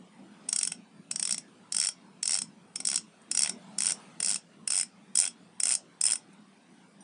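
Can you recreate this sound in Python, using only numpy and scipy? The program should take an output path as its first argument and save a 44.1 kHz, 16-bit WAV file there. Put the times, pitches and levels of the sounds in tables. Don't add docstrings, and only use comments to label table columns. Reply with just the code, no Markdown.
import sys
import numpy as np
from scipy import signal
from scipy.fft import rfft, irfft, next_fast_len
from scipy.io import wavfile
from scipy.ndimage import uniform_filter1d, map_coordinates

SR = 44100
rng = np.random.default_rng(int(sys.argv[2]) if len(sys.argv) > 2 else 0)


def master_out(mix):
    frames = np.transpose(np.atleast_2d(mix))
    ceiling = np.clip(frames, -1, 1)
    pcm = np.round(ceiling * 32767).astype(np.int16)
    wavfile.write(sys.argv[1], SR, pcm)


N = 310044
CLICK, LEAD = 5120, 176

# f/Hz, relative level per Hz/dB
SNAP_COLOUR = [(300, -83), (2500, -52.5), (4000, -27), (4800, -17.5), (5600, -10), (6200, -12.5),
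               (7100, -10.5), (7900, -2), (8400, -2.5), (9050, 2), (9600, -5), (10100, -13.5), (10700, -29),
               (11500, -52.5)]


def amp(db):
    return 10 ** (np.asarray(db) / 20)


def unit(x):
    return x / np.sqrt(np.mean(x ** 2) + 1e-20)


def along(points, hz):
    f, value = np.transpose(points)
    return np.interp(np.log(hz + 1), np.log(f + 1), value)


def curves(rows):
    s, *columns = np.transpose(rows)
    return [np.interp(np.arange(N) / SR, s, column) for column in columns]


def wobble(rate):
    points = rng.standard_normal(int(N * rate / SR) + 4)
    return map_coordinates(points, [np.arange(N) * rate / SR])


def filtered(x, response):
    size = next_fast_len(N + SR // 2)
    spectrum = rfft(x, size) * response(np.fft.rfftfreq(size, 1 / SR))
    return irfft(spectrum, size)[:N]


def rush(colour, patchy_db):
    z = signal.stft(rng.standard_normal(N), nperseg=1024)[2]
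    patches = uniform_filter1d(rng.standard_normal(z.shape), size=5, axis=0)
    patches = uniform_filter1d(patches, size=7, axis=1)
    noise = signal.istft(z * amp(patchy_db * unit(patches)), nperseg=1024)[1][:N]
    return unit(filtered(noise, lambda hz: amp(along(colour, hz))))


def street():
    # t/s, rumble level/dB before its throb, wash level/dB before its lift
    traffic = [(0, -56.5, -64), (.5, -53.5, -60), (.9, -57, -64.5), (1.5, -57, -63), (2.6, -56.5, -64),
               (3.3, -54.5, -62), (3.7, -51.5, -57.5), (4, -54.5, -55), (4.35, -56.5, -63.5),
               (7.03, -60.5, -64)]
    # f/Hz, relative level per Hz/dB
    rumble_colour = [(40, -45.5), (65, -36), (90, -27.5), (115, -15), (135, -15), (165, -2), (200, 1),
                     (240, -3), (290, -8.5), (400, -13), (600, -23.5), (1500, -57)]
    # f/Hz, relative level per Hz/dB
    wash_colour = [(150, -39), (400, -4.5), (700, 2), (1300, -1), (1800, -5.5), (2600, -6.5), (4500, -11.5),
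                   (7000, -17), (9500, -11.5), (10200, -25.5), (10900, -45)]
    rumble_db, wash_db = curves(traffic)
    throb_db = 1.3 * wobble(11)
    rumble = amp(rumble_db + throb_db) * rush(rumble_colour, patchy_db=3.0)
    wash = amp(wash_db + 0.8) * rush(wash_colour, patchy_db=3.2)
    return rumble + wash


def teeth():
    # first tooth t/s, last tooth t/s, teeth passed, slowness at the start,
    # teeth to get up to speed, slowness at the stop, snap level at the start/dB,
    # fall of the snap by the stop/dB, shell knock level/dB (levels before scatter and a fixed lift)
    twists = [(0.49, 0.7202, 9, 3.9, 4.0, 3.9, -22.2, 5.1, -39.4),
              (1.113, 1.381, 11, 4.9, 3.8, 3.1, -25.3, 2.1, -40.2),
              (1.7239, 1.8882, 12, 3.9, 5.6, 2.2, -23.1, 5.4, -40.1),
              (2.2303, 2.419, 13, 2.2, 2.9, 2.7, -24.6, 1.8, -40.1),
              (2.759, 2.803, 2, 0.0, 1.0, 0.0, -29.5, 0, -41.5),
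              (2.8526, 2.9773, 9, 0.4, 0.6, 0.3, -25.0, 0.5, -40.3),
              (3.315, 3.495, 11, 1.8, 1.4, 0.6, -22.8, 4.0, -36.8),
              (3.786, 3.9207, 12, 1.2, 2.3, 0.5, -24.5, 0.8, -39.1),
              (4.2036, 4.3589, 13, 1.7, 1.6, 0.6, -23.8, 4.4, -40.4),
              (4.677, 4.8315, 12, 1.7, 1.1, 1.0, -22.5, 4.3, -39.9),
              (5.1552, 5.2768, 11, 1.0, 1.6, 0.4, -19.9, 9.5, -38.6),
              (5.6024, 5.7522, 13, 3.6, 1.7, 0.9, -22.2, 2.8, -38.9),
              (6.0132, 6.157, 12, 2.0, 1.0, 1.7, -20.9, 7.5, -40.0)]
    brake_teeth = .8
    jitter_s = .0004
    snap_scatter_db, knock_scatter_db = 3.5, 2.0
    steady_share = 0.38
    knock_ease_db = 1
    passed = []
    for start, stop, count, slow_start, run_up, slow_stop, snap_db, fade_db, knock_db in twists:
        k = np.arange(round(count) - 1)
        speeding_up = slow_start * np.exp(-k / run_up)
        braking = slow_stop * np.exp(-k[::-1] / brake_teeth)
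        gaps = 1 + speeding_up + braking
        progress = np.append(0, np.cumsum(gaps)) / gaps.sum()
        speed = np.append(0, gaps.min() / gaps)
        luck = rng.uniform(-1, 1, (len(progress), 3)) * np.sqrt(3)
        late, snap_luck, knock_luck = luck.T
        uneven_db = snap_scatter_db * (steady_share + (1 - steady_share) * speed) * snap_luck
        s = start + (stop - start) * progress + jitter_s * late * speed
        snaps_db = snap_db - fade_db * progress ** 2 + uneven_db - uneven_db.mean()
        ease_db = knock_ease_db * (2 * progress - 1) ** 2
        passed.append([s, snaps_db, knock_db - ease_db + knock_scatter_db * knock_luck])
    return np.hstack(passed)


def landings(count, uneven_db, scrape_db, chatter_db, chatter_t60):
    gaps = rng.uniform(.0002, .0009, (count, 6))
    delay = np.cumsum(gaps, axis=1) - gaps[:, :1]
    size = amp(uneven_db * rng.standard_normal(delay.shape) - 60 * delay / .014)
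    t = (np.arange(CLICK) - LEAD) / SR
    scrape = amp(scrape_db + 60 * np.minimum(t, 0) / .012)
    chatter = amp(chatter_db - 60 * np.maximum(t, 0) / chatter_t60)
    force = rng.standard_normal((count, CLICK)) * np.where(t < 0, scrape, chatter)
    landing_sample = LEAD + (delay * SR).astype(int)
    np.add.at(force, (np.arange(count)[:, None], landing_sample), size)
    return force


def struck(blows, gain):
    cepstrum = irfft(np.log(np.maximum(gain, 1e-6)))
    cepstrum[..., 1:CLICK // 2] *= 2
    cepstrum[..., CLICK // 2 + 1:] = 0
    clicks = irfft(rfft(blows) * np.exp(rfft(cepstrum)))
    return clicks / np.linalg.norm(clicks, axis=1, keepdims=True)


def ring(count, modes, detune_hz):
    t = np.maximum(np.arange(CLICK) - LEAD, 0) / SR
    tone = 0
    for hz, db, t60 in modes:
        shift, strength = rng.standard_normal((count, 2)).T[..., None]
        level = amp(db + 2.1 * strength - 60 * t / t60)
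        tone = tone + level * np.sin(2 * np.pi * (hz + detune_hz * shift) * t)
    return tone * (1 - np.exp(-t / .0006))


def placed(times, clicks, db):
    index = np.round(times * SR).astype(int)[:, None] + np.arange(CLICK) - LEAD
    levelled = clicks * amp(db)[:, None]
    return np.bincount(index.ravel(), levelled.ravel(), N)[:N]


def ratchet():
    # t/s, ratchet ring level/dB, freehub body level/dB
    grip = [(.6, -11, 4.5), (1.3, -3, 6.5), (2.4, 1, 8), (3.8, -2, 4.5), (4.75, 3, 0), (5.2, 0, 0),
            (5.7, 0, 0), (6.1, 2, -3)]
    # f/Hz, level/dB, time to fall 60 dB/s (levels vary from tooth to tooth)
    ratchet_modes = [(5205, -13.5, .085)]
    # f/Hz, level/dB, time to fall 60 dB/s
    body_modes = [(5462, -9.5, 0.039), (5680, -19, 0.063)]
    # f/Hz, level/dB, time to fall 60 dB/s
    spring_modes = [(7700, -17.5, 0.022), (8850, -33, .11), (8900, -15.5, 0.034)]
    # f/Hz, width/Hz, level before a common lift/dB
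    shell_modes = [(695, 180, -4), (1453, 80, -4), (2097, 250, -4.5), (2613, 350, -3), (3272, 220, 1),
                   (4170, 390, -8.5)]
    # f/Hz, relative level per Hz/dB
    knock_colour = [(40, -40), (120, -19.5), (400, -11.5), (900, 0.5), (3000, -1.5), (4500, -8.5),
                    (6500, -16), (11000, -62.5)]
    s, snap_db, knock_db = teeth()
    count = len(s)
    hz = np.fft.rfftfreq(CLICK, 1 / SR)
    ring_db, body_db = (curve[(s * SR).astype(int)] for curve in curves(grip))
    force = landings(count, uneven_db=2.5, scrape_db=-19, chatter_db=-23.0, chatter_t60=0.027)
    tilt = 2.8 * rng.standard_normal(count) - 0.98 * body_db
    colour = amp(along(SNAP_COLOUR, hz) + tilt[:, None] * np.log2(1 + hz / 1000))
    snaps = placed(s, struck(force, colour), snap_db + 22.5)
    shell = 1
    for centre, width, db in shell_modes:
        shell = shell + amp(db + 12.5) / (1 + (2 * (hz - centre) / width) ** 2)
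    knocks = placed(s, struck(force, shell * amp(along(knock_colour, hz))), knock_db + 23.0)
    steel = placed(s, ring(count, ratchet_modes, detune_hz=22), snap_db + ring_db)
    body = placed(s, ring(count, body_modes, detune_hz=80), snap_db + body_db)
    springs = placed(s, ring(count, spring_modes, detune_hz=70), snap_db)
    return snaps + knocks + steel + body + springs


def room(x):
    # f/Hz, time to fall 60 dB/s
    echo_times = [(200, 0.1), (2000, 0.16), (6000, 0.18), (10000, 0.082)]
    hz, t, z = signal.stft(rng.standard_normal(SR // 2), SR, nperseg=256)
    fade = amp(-60 * t / along(echo_times, hz)[:, None])
    tail = signal.istft(z * fade, SR, nperseg=256)[1]
    tail = np.pad(tail, (round(.004 * SR), 0))
    return signal.fftconvolve(x, tail / np.linalg.norm(tail))[:N]


def fingers():
    # t/s, level before a common lift/dB
    touches = [(3.221, -56), (6.335, -57), (6.888, -67.5)]
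    s, db = np.transpose(touches)
    fade = amp(-60 * np.arange(CLICK) / SR / 0.045)
    brush = rng.standard_normal((len(s), CLICK)) * fade
    colour = amp(along(SNAP_COLOUR, np.fft.rfftfreq(CLICK, 1 / SR)))
    return placed(s, struck(brush, colour), db + 21)


def ting():
    # t/s, level/dB
    tap = [(7.006, -51)]
    # f/Hz, level/dB before chance shifts it, time to fall 60 dB/s
    ting_modes = [(5810, 0, 0.078), (8527, -9.5, .2), (9114, -6, .15)]
    s, db = np.transpose(tap)
    return placed(s, ring(len(s), ting_modes, detune_hz=0), db)


def scene():
    hub = ratchet() + fingers() + ting()
    return (hub + amp(-13) * room(hub) + street())[None]


def record(dry):
    top_hz = 11400
    return filtered(dry[0], lambda hz: 1 / np.sqrt(1 + (hz / top_hz) ** 60))[None]


dry = scene()
out = record(dry)
master_out(out)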